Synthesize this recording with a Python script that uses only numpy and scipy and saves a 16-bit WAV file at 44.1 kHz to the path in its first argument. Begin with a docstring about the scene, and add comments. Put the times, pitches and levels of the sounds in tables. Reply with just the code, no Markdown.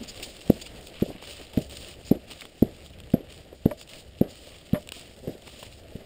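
"""Nylon rustles right at the microphone, then dull footfalls thud about twice a second.
A walker in a jacket and harness crosses an open grass field, carrying a small camera.
Each footfall jolts the camera: a thud and a short shudder, twice with a hollow rattle of the mount.
Between steps the cloth swishes, buckles tick and a little air rumbles on the microphone."""
import sys
import numpy as np
from scipy import signal
from scipy.fft import rfft, irfft
from scipy.io import wavfile

SR = 44100
rng = np.random.default_rng(int(sys.argv[2]) if len(sys.argv) > 2 else 0)


def waveform_to_disk(signal):
    """Save audio, clipped to [-1, 1], as 16-bit WAV at the path in sys.argv[1]."""
    frames = np.transpose(np.atleast_2d(signal))
    scaled = np.clip(frames, -1, 1) * 32767
    samples = np.round(scaled).astype(np.int16)
    wavfile.write(sys.argv[1], SR, samples)


N = 266981


def amp(db):
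    """Decibels to gain."""
    return 10 ** (np.asarray(db) / 20)


def unit(x):
    """Scales to rms 1."""
    return x / np.sqrt(np.mean(x ** 2) + 1e-20)


def curve(rows):
    """A curve through (time_s, value) rows, at every sample."""
    return np.interp(np.arange(N) / SR, *np.transpose(rows))


def add(mix, start_s, sound):
    """Mixes a sound in at start_s."""
    part = mix[max(round(start_s * SR), 0):][:len(sound)]
    part += sound[:len(part)]


def colour(x, spectrum):
    """Filters x through (freq_hz, level_db) points and scales it to rms 1."""
    hz, db = np.transpose(spectrum)
    freqs = np.fft.rfftfreq(len(x), 1 / SR)
    gain = amp(np.interp(np.log(freqs + 1), np.log(hz), db))
    return unit(irfft(rfft(x) * gain, len(x)))


def noise(spectrum, size=N):
    """Noise with a given spectrum, at rms 1."""
    return colour(rng.standard_normal(size), spectrum)


def wander(rate_hz):
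    """Random drift at rms 1, up to about rate_hz changes a second."""
    freqs = np.fft.rfftfreq(N, 1 / SR)
    return unit(irfft(rfft(rng.standard_normal(N)) / (1 + (freqs / rate_hz) ** 4), N))


def swing(t, hz, peak_s, sharp):
    """A heavily damped swing that builds until peak_s and dies within a few cycles."""
    age = np.maximum(t, 0) / peak_s
    return (age * np.exp(1 - age)) ** sharp * np.sin(2 * np.pi * hz * t)


def stroke(start_s, length_s, slope_db=0, rise_s=0.01, fall_s=0.019, arch_db=2):
    """Power of one rubbing stroke: it catches quickly, holds in a sloping arch and lets go."""
    t = np.arange(N) / SR - start_s
    from_middle = np.clip(t / length_s, 0, 1) - .5
    gate = np.clip(t / rise_s, 0, 1) * np.exp(-np.maximum(t - length_s, 0) / fall_s)
    return (gate * amp(slope_db * from_middle - arch_db * (2 * from_middle) ** 2)) ** 2


# Footfalls, felt through the camera body; the later levels are relative to the thud:
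# start_s, level_db, pitch_hz, weight_db, knock_db, rebound_delay_s, rebound_db, shudder_db, grit_db
FOOTFALLS = [(0.4974, -7, 198.6, -5.5, 4.5, 0.0059, -10, -22, -20),
             (1.0207, -9.5, 199.4, -5.5, -12, 0.0044, -2.5, -23.5, -25),
             (1.5731, -10.5, 208, -1, -15, 0.0057, -8, -16, -20),
             (2.1109, -6.5, 199.6, -8, -1, 0.0096, -4.5, -22, -29),
             (2.6220, -6, 214, -3, -1.5, 0.008, -15, -22, -25.5),
             (3.137, -8.5, 193, -5, -2.5, 0.0059, -9.5, -19.5, -23.5),
             (3.6563, -10, 198, -0.5, 3.5, 0.00925, -13, -17, -24),
             (4.21, -9, 195, -5.5, 1, 0.0105, -10, -19.5, -25.5),
             (4.7315, -12.5, 187.6, -1.5, -7.5, 0.007, -14, -19, -20),
             (5.2770, -28, 171, 1, 2.5, 0.016, 0.5, -5.5, -15),
             (5.953, -31, 193, 3.5, -3, 0.0069, -5, -11, -30)]
# Dull shudder of the carried gear: freq_hz, level_db
SHUDDER_SPECTRUM = [(40, -8), (120, 0), (230, 1.5), (400, -1.5), (600, -0.5), (760, -13.5), (950, -34.5),
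                    (2000, -30.5), (4000, -80)]
# Grit underfoot, down in the grass: freq_hz, level_db
GRIT_SPECTRUM = [(300, 9), (650, 3), (900, -10), (1300, -3), (1900, -6), (3000, -5.5), (8000, -19),
                 (15000, -19)]
# Soft bumps of the gear, close by, after and between steps: start_s, level_db, pitch_hz
GEAR_BUMPS = [(.012, -32, 243), (1.06, -29, 543), (1.087, -25, 298), (1.102, -27.5, 574),
              (1.5734, -22, 540), (1.589, -23.5, 526), (2.123, -20.5, 510), (2.167, -28, 293),
              (2.648, -28, 335), (3.146, -16.5, 480), (3.205, -33, 378), (3.527, -31.5, 450),
              (4.221, -33, 460), (5.272, -22, 406), (5.350, -33, 388)]
def footfalls():
    """The heel's jolt swings the camera; the mount knocks at the turn, rebounds and shudders."""
    out, t = np.zeros(N), np.arange(SR // 3) / SR
    for start_s, db, hz, weight_db, knock_db, delay_s, rebound_db, shudder_db, grit_db in FOOTFALLS:
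        heel = amp(weight_db - 11.5) * swing(t, hz=101.4, peak_s=0.002, sharp=0.3)
        weight = amp(weight_db) * swing(t, hz=142.6, peak_s=0.0036, sharp=1.32)
        thud = swing(t, hz, peak_s=0.0056, sharp=4.54)
        knock = amp(knock_db) * swing(t - .0029, hz=405.6, peak_s=0.0023, sharp=4.96)
        rebound = amp(rebound_db) * swing(t - delay_s, hz=337, peak_s=0.0023, sharp=2.1)
        shudder_envelope = amp(shudder_db - 60 * t / 0.21) * np.minimum(t / 0.0035, 1)
        shudder = shudder_envelope * noise(SHUDDER_SPECTRUM, len(t))
        grit = amp(grit_db - 60 * t / 0.03) * noise(GRIT_SPECTRUM, len(t))
        add(out, start_s, amp(db) * (heel + weight + thud + knock + rebound + shudder + grit))
    for start_s, db, hz in GEAR_BUMPS:
        add(out, start_s, amp(db) * swing(t, hz, peak_s=0.0032, sharp=6.1))
    return out


# The mount rattling, right at the microphone: start_s, level_db, chatter_s, rasp_db (relative)
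MOUNT_RATTLES = [(3.711, -23, 0.0074, -14), (4.744, -24.5, 0.028, -12)]
# Hollow modes of the mount, lowest first: pitch_hz, level_db, t60_s
MOUNT_MODES = [(601, -0.5, 0.058), (663, -11, 0.15), (950, -3, 0.017), (1160, -17, 0.049),
               (1390, -7, 0.022), (1630, -8, 0.014), (1870, -23, 0.013), (2900, -21, 0.017),
               (3570, -33, .02)]
def mount_rattles():
    """The loose mount chatters once a cycle of its lowest mode, rasps while it touches and rings on."""
    out, t = np.zeros(N), np.arange(SR // 5) / SR
    lowest_hz = MOUNT_MODES[0][0]
    impacts = np.diff(np.floor(t * lowest_hz), prepend=-1)
    ring = sum(amp(db - 60 * t / t60_s) * np.sin(2 * np.pi * hz * t) for hz, db, t60_s in MOUNT_MODES)
    for start_s, db, chatter_s, rasp_db in MOUNT_RATTLES:
        contact = np.exp(-(t / chatter_s) ** 2)
        drive = contact * (impacts + 0.12 * rng.standard_normal(len(t)))
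        chatter = signal.fftconvolve(drive, ring)[:len(t)]
        add(out, start_s, amp(db) * (chatter / abs(chatter).max() + amp(rasp_db) * rasp(contact)))
    return out


# Rasp of the mount's touching parts: freq_hz, level_db
RASP_SPECTRUM = [(400, 4), (800, 5.5), (1200, -0.5), (1500, -23), (2000, 0), (2600, -11), (3600, -11),
                 (6000, -44), (10000, -13), (14000, -24)]
def rasp(contact):
    """Rough noise that lasts as long as the parts touch."""
    return contact * noise(RASP_SPECTRUM, len(contact))


# Resting rustle of the jacket, within arm's reach: time_s, level_db
JACKET_REST = [(0, -49.5), (1.6, -53.5), (2.3, -56.5), (3.6, -59), (4.8, -56), (5.4, -57), (6.05, -58.5)]
# The sleeve sweeping along the jacket, once a step: start_s, length_s, level_db, slope_db
SLEEVE_SWISHES = [(0.149, 0.26, -48.5, -11), (0.556, 0.23, -51, -8), (1.212, .24, -46, -3),
                  (1.696, 0.22, -45.5, -0.5), (2.265, .195, -49.5, -2.5), (2.676, .19, -55.5, 5),
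                  (3.292, 0.23, -55, -18), (3.881, 0.11, -46.5, 7), (4.27, 0.317, -52, 2.5),
                  (4.926, .215, -49.5, -16), (5.453, .30, -49.5, -6.5)]
# Abrupt tugs of the harness on the cloth: start_s, length_s, level_db, strap_share (0-1)
HARNESS_TUGS = [(0.029, 0.0099, -37.5, .5), (0.073, 0.028, -39.5, 1), (0.22, 0.023, -39.5, 0.54),
                (0.611, 0.014, -39, 0.5), (0.654, 0.024, -45, 0.2), (1.279, 0.037, -44.5, 0),
                (1.611, 0.013, -44.5, 0.07), (2.047, 0.05, -45.5, 0.67), (2.3, 0.034, -45.5, 0),
                (3.771, 0.064, -51.5, 0.34), (4.289, 0.042, -49.5, .4), (5.439, 0.022, -53, 0.04),
                (5.586, 0.053, -46.5, .05)]
def rubbing(shake_db=-0.5, usual_strap_share=0.1):
    """Arm swings, step shakes and tugs rub the cloth; gives the level in dB and the strap's share."""
    shakes = sum(stroke(step_s - 0.048, length_s=0.11, slope_db=1) for step_s, *_ in FOOTFALLS)
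    power = amp(curve(JACKET_REST)) ** 2 * (1 + amp(shake_db) ** 2 * shakes)
    for start_s, length_s, db, slope_db in SLEEVE_SWISHES:
        power += amp(db) ** 2 * stroke(start_s, length_s, slope_db)
    strap_power = usual_strap_share * power
    for start_s, length_s, db, strap_share in HARNESS_TUGS:
        tug = amp(db) ** 2 * stroke(start_s, length_s, rise_s=0.006, fall_s=0.006)
        power += tug
        strap_power += strap_share * tug
    return 10 * np.log10(power), np.clip(strap_power / power, 0, 1)


# Nylon sliding on nylon, heard close up: freq_hz, level_db
NYLON_SPECTRUM = [(530, -28), (900, -13), (1120, -11), (1200, -7.5), (1480, -12.5), (1800, -8.5),
                  (1950, -7.5), (2930, 1.5), (5060, -8.5), (5980, -11), (6730, -12.5), (8750, -7.5),
                  (11900, -36.5), (14600, -19), (15500, -10)]
# A strap drawn over the cloth: freq_hz, level_db
STRAP_SPECTRUM = [(900, -29), (2000, -11.5), (2900, -6), (3900, -6), (4900, 5.5), (5900, -9.5), (7100, 3.5),
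                  (8000, -20), (8800, -9), (11000, -31), (15000, -17)]
def jacket(rub_db, strap_share, snaps_per_s=95, snap_db=5, snap_s=0.00076,
           flutter_db=1.15, folds_db=1.2, tilt_db=1.83):
    """Nylon slides on nylon or under a strap: a fine hiss, with creases that snap over."""
    snaps = (rng.random(N) < snaps_per_s / SR) * np.minimum(rng.exponential(1, N), 3)
    creases = signal.lfilter([1], [1, -np.exp(-1 / (snap_s * SR))], snaps)
    cloth = colour(rng.standard_normal(N) * (1 + amp(snap_db) * creases), NYLON_SPECTRUM)
    friction = np.sqrt(1 - strap_share) * cloth + np.sqrt(strap_share) * noise(STRAP_SPECTRUM)
    dull = signal.sosfiltfilt(signal.butter(2, 3300, fs=SR, output="sos"), friction)
    treble = friction - dull
    # faster rubbing is brighter, and the shifting folds keep changing the colour and level
    brightness = amp(tilt_db * wander(8.2) + 0.1 * (rub_db - rub_db.mean()))
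    gain = amp(rub_db + flutter_db * wander(96) + folds_db * wander(19.6))
    return (dull / brightness + treble * brightness) * gain


# Buckles and straps, within arm's reach: start_s, level_db, t60_s, click_db (relative), pitch_hz
BUCKLE_TICKS = [(.227, -30.5, 0.065, -25, 1800), (.421, -39, 0.013, -19, 1800),
                (1.224, -41, 0.013, 7.5, 900), (1.534, -40.5, 0.05, -1, 700),
                (1.696, -33.5, 0.016, -10, 700), (2.314, -37, 0.014, 0, 690), (2.418, -42, 0.031, 7, 1830),
                (2.453, -31.5, 0.011, 0.5, 720), (3.002, -35, 0.011, -2, 640),
                (3.528, -52, 0.027, 3.5, 593), (3.812, -36.5, 0.023, -6, 696),
                (4.8735, -30.5, 0.011, -6, 700), (4.89, -19, 0.0054, -30, 1800),
                (4.920, -22.5, 0.015, -7.5, 744), (5.479, -43, 0.01, 8, 700), (5.628, -37, 0.034, 2.5, 650)]
# The bright part of each tick: freq_hz, level_db
TICK_SPECTRUM = [(200, -48), (1500, -24), (2200, -2.5), (2900, 7), (3200, 0), (3600, 7.5), (4200, -9.5),
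                 (5000, -5), (6500, -11.5), (8300, -1), (11000, -26.5), (15500, -7.5)]
def buckles(attack_s=0.0008):
    """Small hard parts of the harness tick against each other, each with its own hollow click."""
    out, t = np.zeros(N), np.arange(SR // 10) / SR
    attack = np.sin(np.pi / 2 * np.minimum(t / attack_s, 1)) ** 2
    for start_s, db, t60_s, click_db, hz in BUCKLE_TICKS:
        hollow = [(hz / 4, -26), (hz / 3.1, -8), (hz, 0), (hz * 2, -9), (hz * 10, -30)]
        tick = noise(TICK_SPECTRUM, len(t)) + amp(click_db) * noise(hollow, len(t))
        add(out, start_s, amp(db - 60 * t / t60_s) * attack * tick)
    return out


# Dull scuffs of the gear, near the microphone: start_s, length_s, level_db, pitch_hz
GEAR_SCUFFS = [(0, 0.052, -40, 279), (1.073, 0.044, -38.5, 295), (1.143, .018, -40.5, 200),
               (2.137, 0.033, -41.5, 360), (3.173, .04, -45, 400), (4.243, 0.035, -42, 397),
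               (4.463, .016, -47, 610), (5.223, 0.053, -45.5, 505)]
def gear_scuffs(resonance_db=5):
    """The gear slides a little: short, hollow rubs."""
    out = np.zeros(N)
    for start_s, length_s, db, hz in GEAR_SCUFFS:
        hollow = [(hz / 4, -10), (hz / 1.29, -3), (hz, resonance_db), (hz * 1.06, -2),
                  (1000, -24), (3000, -45)]
        out += amp(db) * np.sqrt(stroke(start_s, length_s, fall_s=0.0093)) * noise(hollow)
    return out


# Low rustle of the harness on the walker's body: freq_hz, level_db
HARNESS_SPECTRUM = [(60, 3.5), (130, -2.5), (250, 1), (400, 0.5), (600, 1.5), (780, -6.5), (1000, -19.5),
                    (2000, -14.5), (4000, -36.5)]
# That rustle between jolts: time_s, level_db
HARNESS_FLOOR = [(0, -50), (1.5, -51.5), (3, -54), (4.5, -56), (6.05, -51.5)]
def harness(rub_db, drag_db=-7, jolt_db=-49.5, settle_db_per_s=69, uneven_db=2.5):
    """The harness rustles dully, dragged along by the cloth, and settles after each step."""
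    t = np.arange(N) / SR
    jolt_power = sum((t > step_s) * amp(jolt_db - settle_db_per_s * abs(t - step_s)) ** 2
                     for step_s, *_ in FOOTFALLS)
    sway = np.sqrt(amp(curve(HARNESS_FLOOR)) ** 2 + jolt_power + amp(drag_db + rub_db) ** 2)
    return noise(HARNESS_SPECTRUM) * sway * amp(uneven_db * wander(18))


# Rumble of air directly on the microphone: freq_hz, level_db
BREEZE_SPECTRUM = [(15, -35), (35, 0.5), (50, -2.5), (70, 8.5), (100, -0.5), (200, -7), (500, -79)]
# Strength of that rumble along the way across the field: time_s, level_db
BREEZE_LEVEL = [(0, -56), (1.2, -52.5), (1.7, -51), (2.4, -51), (4.5, -57), (6.05, -53.5)]
def breeze(gust_db=3.1):
    """Air buffets the microphone in light gusts."""
    return noise(BREEZE_SPECTRUM) * amp(curve(BREEZE_LEVEL) + gust_db * wander(3.3))


def scene():
    """One microphone, carried by the walker: everything is close and dry in the open field."""
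    rub_db, strap_share = rubbing()
    knocks = footfalls() + mount_rattles() + buckles()
    clothing = jacket(rub_db, strap_share) + harness(rub_db)
    return (knocks + clothing + breeze() + gear_scuffs())[None]


def record(dry, mirror_hz=12000, mirror_db=2.0, notch_hz=6050, notch_q=5.55, notch_leak=0.27,
           headroom=1.65, cutoff_hz=15550):
    """The camera mirrors low sounds faintly around a high tone, dips the treble and limits the band."""
    low = signal.sosfilt(signal.butter(2, 1100, fs=SR, output="sos"), dry)
    carrier = np.cos(2 * np.pi * mirror_hz * np.arange(N) / SR)
    sizzle = amp(mirror_db) * np.gradient(low, axis=1) * carrier
    notched = signal.lfilter(*signal.iirnotch(notch_hz, notch_q, SR), dry)
    dipped = notch_leak * dry + (1 - notch_leak) * notched
    rounded = np.tanh((dipped + sizzle) / headroom) * headroom  # softly squeezes the hardest thuds
    lowpass = signal.firwin(255, cutoff_hz, window=("kaiser", 9), fs=SR)
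    return signal.oaconvolve(rounded, lowpass[None], "same")


dry = scene()
out = record(dry)
waveform_to_disk(out)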